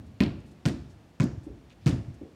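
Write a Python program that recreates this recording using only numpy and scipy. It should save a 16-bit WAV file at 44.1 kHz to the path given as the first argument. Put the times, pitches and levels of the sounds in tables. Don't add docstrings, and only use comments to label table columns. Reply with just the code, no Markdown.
import sys
import numpy as np
from scipy import signal
from scipy.io import wavfile

SR = 44100
rng = np.random.default_rng(int(sys.argv[2]) if len(sys.argv) > 2 else 0)


def how_loud(loudness_db):
    steps = np.asarray(loudness_db, float) / 20
    return 10 ** steps


def transcribe(signal):
    frames = np.atleast_2d(signal).T
    limited = np.clip(frames, -1, 1)
    pcm = np.round(limited * 32767).astype(np.int16)
    wavfile.write(sys.argv[1], SR, pcm)


N = 103635

# start in seconds, thump level in dB (thump() adds 6),
# thump pitch in Hz, tail level in dB. 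The first falls before the start, so only its tail is heard.
BOUNCES = [(-.28, -20, 170, -18), (.2055, -9.5, 165, -21), (0.654, -19.5, 160, -24.5),
           (1.1999, -14.5, 161, -23.5), (1.8615, -14, 151, -21.5)]
# start in seconds, level in dB (thump() adds 6), pitch in Hz,
# tail level at that pitch in dB.
FOOTFALLS = [(0.091, -49, 110, -57), (.39, -45, 110, -54), (.52, -53, 332, -61), (0.782, -42, 79.4, -62),
             (1.53, -47, 125, -59), (1.471, -44, 63.5, -49.5), (1.82, -57, 108, -52.5),
             (1.999, -52, 59, -50)]
# start in seconds, level in dB (thump() adds 6),
# pitch in Hz, # tail level at that pitch in dB.
PATS_AND_STEP = [(0.933, -60, 244, -80), (1.465, -35.5, 307, -44.5), (1.49, -47, 480, -60), (2.216, -44, 484, -57),
                 (1.61, -49, 297, -63), (2.212, -34.5, 310, -46), (2.232, -39, 315, -63), (2.253, -37.5, 330, -69)]
SOFT_CYCLES = 15.6
THIRD_OCTAVES = 25 * 2 ** np.arange(0, 9.5, 1 / 3)


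def at_hz(points, hz):
    hz_points, values = np.array(points).T
    return np.interp(np.log(hz), np.log(hz_points), values)


def band_levels(spectrum):
    level = at_hz(spectrum, THIRD_OCTAVES) + 10 * np.log10(THIRD_OCTAVES)
    return level - 10 * np.log10(np.sum(10 ** (level / 10)))


def band(x, hz, octaves):
    edges = np.clip([hz * 2 ** (-octaves / 2), hz * 2 ** (octaves / 2)], 12, .45 * SR)
    return signal.sosfilt(signal.butter(2, edges, "band", fs=SR, output="sos"), x)


def third_octave_noise():
    white = rng.standard_normal((2, N + SR // 2))
    for k, hz in enumerate(THIRD_OCTAVES):
        noise = band(white[k % 2], hz, 1 / 3)[SR // 2:]
        yield noise / noise.std()


def drift(rate):
    r = np.exp(-40 * np.pi * rate / SR)
    slow = signal.lfilter([1], [1, -2 * r, r * r], rng.standard_normal(N // 20 + 2002))[2000:]
    return np.interp(np.arange(N) / 20, np.arange(len(slow)), slow / slow.std())


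def add(out, s, piece):
    i = int(s * SR)
    if i >= 0:
        out[i:i + len(piece)] += piece[:N - i]


def suburb_hum():
    # frequency in Hz, relative level in dB per Hz.
    hum_spectrum = [(15, -31), (25, -6.5), (102, 2), (317, -6.5), (516, -10), (734, -11.5), (1130, -18),
                    (2050, -21), (2220, -20.5), (6560, -31.5), (16000, -45)]
    hum_db, patchy_db = -57, 0.5
    out = np.zeros(N)
    for noise, band_db in zip(third_octave_noise(), band_levels(hum_spectrum)):
        out += noise * how_loud(hum_db + band_db + patchy_db * drift(60))
    return out


def blow_levels(hz, band_db):
    # centre in Hz, lift in dB,
    # treble change in dB, second centre in Hz, second lift in dB.
    tail_colours = [(2500, -11, -18, 1000, -6), (2580, 10.5, -22, 4000, 9), (4060, 3, -9, 1300, 1.5),
                    (5720, 12.5, -22, 1550, 4), (3500, -0.5, -10, 2500, 1.5)]
    colour_octaves, treble_from_hz, soft_octaves = 0.32, 3040, 0.68
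    treble_share = hz ** 2 / (hz ** 2 + treble_from_hz ** 2)

    def lift(centre_hz, db):
        return db * np.exp(-(np.log2(hz / centre_hz) / colour_octaves) ** 2)

    blows = []
    for (s, _, _, db), colour in zip(BOUNCES, tail_colours):
        centre_hz, lift_db, treble_db, second_hz, second_db = colour
        coloured = db + band_db + treble_db * treble_share
        blows.append((s, coloured + lift(centre_hz, lift_db) + lift(second_hz, second_db)))
    for s, _, pitch_hz, db in PATS_AND_STEP + FOOTFALLS:
        blows.append((s, db - 10 * (np.log2(hz / pitch_hz) / soft_octaves) ** 2))
    return blows


def yard_tail():
    # frequency in Hz, relative level in dB per Hz.
    tail_spectrum = [(24, -45), (40, -19.5), (112, -4), (170, -7), (243, -4), (330, -7), (420, -23),
                     (542, -15.5), (831, -27), (1400, -28), (2570, -31.5), (2840, -32.5), (5310, -29),
                     (9000, -32.5), (11000, -41), (16000, -39)]
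    # frequency in Hz, time to fall 60 dB in seconds.
    yard_t60 = [(60, 1), (160, 0.49), (420, 0.38), (1100, 0.37), (2900, 0.41), (7700, 0.27), (15000, 0.087)]
    build_s = .004
    far_db, far_stretch = -19.5, 3.45
    out = np.zeros(N)
    coarse = np.arange(0, N, 16)
    for hz, noise, band_db in zip(THIRD_OCTAVES, third_octave_noise(), band_levels(tail_spectrum)):
        t60 = at_hz(yard_t60, hz)
        power = np.zeros(len(coarse))
        for s, db in blow_levels(hz, band_db):
            t = np.maximum(coarse / SR - s, 0)
            near = how_loud(db - 60 * t / t60) ** 2
            far = how_loud(db + far_db - 60 * t / (t60 * far_stretch)) ** 2
            power += (near + far) * (1 - np.exp(-t / build_s)) ** 2
        out += noise * np.interp(np.arange(N), coarse, np.sqrt(power))
    return out


def shoe_brushes():
    # start in seconds, level in dB before the rise and fall, fall length in seconds, centre in Hz.
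    brushes = [(0.062, -71, .02, 5960), (0.4, -67, .008, 5900), (0.459, -72, 0.058, 6100),
               (0.511, -65, 0.014, 5740), (0.895, -68.5, 0.037, 5000), (1.431, -69, 0.034, 6000),
               (1.697, -51.5, 0.0024, 4000), (1.702, -52, 0.0047, 2500), (1.71, -59, 0.018, 2290),
               (1.724, -60, 0.0044, 3880), (1.727, -66.5, .012, 3000), (1.809, -68, 0.15, 3000),
               (2.14, -65.5, 0.013, 5200)]
    out, t = np.zeros(N), np.arange(SR // 8) / SR
    for s, db, length, hz in brushes:
        grit = band(rng.standard_normal(len(t)), hz, 1.43)
        envelope = (1 - np.exp(-t / 0.0023)) * np.exp(-(t / length) ** 2)
        add(out, s, how_loud(db) * grit / grit.std() * envelope)
    return out


def thump(db, hz, cycles):
    rise_s, sag = 0.0021, 4.8
    t = np.arange(SR // 8) / SR
    phase = 2 * np.pi * hz * (1 - np.exp(-sag * t)) / sag
    return 2 * how_loud(db - 60 * t * hz / cycles) * (1 - np.exp(-t / rise_s)) * np.sin(phase)


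def footfalls():
    out = np.zeros(N)
    for s, db, hz, _ in FOOTFALLS:
        add(out, s, thump(db, hz, SOFT_CYCLES))
    return out


def peak_one(x):
    return x / np.abs(x).max()


def ring(hz, t60, db):
    t = np.arange(SR // 10) / SR
    return how_loud(db - 60 * t / t60) * np.sin(2 * np.pi * hz * t)


def ball_ring(db, centre_hz):
    # mode frequency in Hz, relative level in dB, time to fall 60 dB in seconds.
    air_modes = [(595, 10, 0.047), (1016, 7, 0.054), (1444, 3, 0.048), (1617, -2, 0.05), (1894, 1.5, 0.036),
                 (2225, -1.5, 0.039), (2500, -4, 0.065), (2680, -18, 0.045), (3150, -13, 0.054),
                 (3530, -7, 0.038), (4030, -7, 0.023), (5600, -9, .03), (6100, -16, .03)]
    ring_db, fall_db_per_oct2, scatter_db = -16, 5, 4
    total = 0
    for hz, mode_db, t60 in air_modes:
        off_centre_db = fall_db_per_oct2 * np.log2(hz / centre_hz) ** 2
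        chance_db = scatter_db * rng.standard_normal()
        total = total + ring(hz, t60, db + ring_db + mode_db - off_centre_db + chance_db)
    return total


def slaps():
    # start in seconds, peak of the main band in dB,
    # its centre in Hz, sizzle peak against it in dB, sizzle centre in Hz.
    slap_rows = [(.2047, -19, 2500, -3, 4200), (.2096, -26, 2400, -5, 9300), (.6547, -25, 2500, 0, 4900),
                 (.6602, -24, 2600, 0, 6000), (1.1999, -27, 1700, -6, 6200), (1.2059, -26, 1900, -4, 6200),
                 (1.8609, -30, 3200, -5, 6000), (1.8675, -29, 2200, -4, 5000), (1.877, -29, 2300, 2, 4400),
                 (.2215, -29, 2300, -10, 4300), (.2358, -27, 3700, -18, 6000), (.262, -36, 2600, -20, 5000),
                 (.6775, -33, 2300, -14, 5000), (.6855, -30, 3800, -5, 6500), (.694, -38, 2500, -4, 5000),
                 (1.218, -36, 4200, -8, 6000), (1.2215, -33, 1800, -16, 5000), (1.230, -37, 3900, -6, 5500),
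                 (1.2335, -39, 5400, -12, 13000), (1.240, -39, 6000, -6, 8500),
                 (1.872, -42, 4000, -6, 13000), (1.8835, -31, 2500, -5, 5000),
                 (1.894, -35, 4200, -10, 7000), (1.9105, -37, 3000, -10, 5000)]
    t60_s, click_db = .004, 17
    smear, smear_rise = .25, .03
    clean_echo_s = .017
    knock_db, knock_hz, knock_octaves = -11, 854, 1.37
    air_db, air_hz = -19, 14500
    loss_db_per_s = 300
    out, t = np.zeros(N), np.arange(SR // 40) / SR
    for s, db, hz, sizzle_db, sizzle_hz in slap_rows:
        delay = min(s - row[0] for row in BOUNCES if row[0] < s + .003)
        loss_db = loss_db_per_s * abs(delay)
        decay_s = t60_s + smear * max(delay - clean_echo_s / 2, 0)
        rise_s = smear_rise * max(delay - clean_echo_s, 0) + 1 / SR
        noise_and_click = rng.standard_normal(len(t)) + how_loud(click_db) * (t == 0)
        burst = noise_and_click * how_loud(-60 * t / decay_s) * np.minimum((t + 1 / SR) / rise_s, 1)
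        body = peak_one(band(burst, hz, .8))
        sizzle = how_loud(sizzle_db) * peak_one(band(burst, sizzle_hz, 1.0))
        knock = how_loud(knock_db - loss_db) * peak_one(band(burst, knock_hz, knock_octaves))
        air = how_loud(air_db - loss_db) * peak_one(band(burst * how_loud(-60 * t / t60_s), air_hz, 0.65))
        add(out, s, how_loud(db) * (body - sizzle - knock + air))
        add(out, s, ball_ring(db, hz))
    return out


def thumps():
    # start in seconds, level in dB (thump() adds 6), pitch in Hz.
    echo_rows = [(.2102, -6, 210), (.2215, -13.5, 193), (.229, -25, 253), (.236, -12.5, 210),
                 (.249, -21, 202), (.276, -14.5, 237), (.6605, -15, 137), (.674, -10, 275),
                 (.686, -15, 237), (.71, -24.5, 177), (1.206, -13, 127), (1.219, -19, 187),
                 (1.239, -12, 206), (1.256, -18, 210), (1.33, -31, 123), (1.8675, -12, 131),
                 (1.889, -15, 162), (1.906, -17.5, 176), (1.925, -17.5, 131), (1.943, -20.5, 137),
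                 (1.881, -16, 340), (1.962, -24, 270), (1.978, -28, 118), (1.995, -33, 118),
                 (.6825, -21, 330), (.7, -22, 330), (1.268, -24, 250), (2.08, -30.5, 118),
                 (2.102, -33, 125), (.737, -28.5, 109), (1.283, -27, 130), (1.375, -30.5, 111)]
    cycles, at_pitch_hz, period_power = 4.88, 182, 0.81
    out = np.zeros(N)
    for s, db, hz in [row[:3] for row in BOUNCES] + list(echo_rows):
        add(out, s, thump(db, hz, cycles * (at_pitch_hz / hz) ** period_power))
    return out


def pats_and_step():
    out = np.zeros(N)
    for s, db, hz, _ in PATS_AND_STEP:
        add(out, s, thump(db, hz, SOFT_CYCLES))
    return out


def scene():
    surroundings = suburb_hum() + yard_tail()
    feet = shoe_brushes() + footfalls()
    ball = slaps() + thumps() + pats_and_step()
    return (surroundings + feet + ball)[None]


def low_pass(x):
    return signal.sosfilt(signal.butter(12, 16520, fs=SR, output="sos"), x)


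def record(dry):
    low_cut = signal.butter(4, 55.2, "high", fs=SR, output="sos")
    top_cut = signal.cheby2(12, 70, 17200, fs=SR, output="sos")
    thin = signal.sosfilt(low_cut, dry)
    mix = signal.sosfilt(top_cut, thin)
    return low_pass(mix)


dry = scene()
out = record(dry)
transcribe(out)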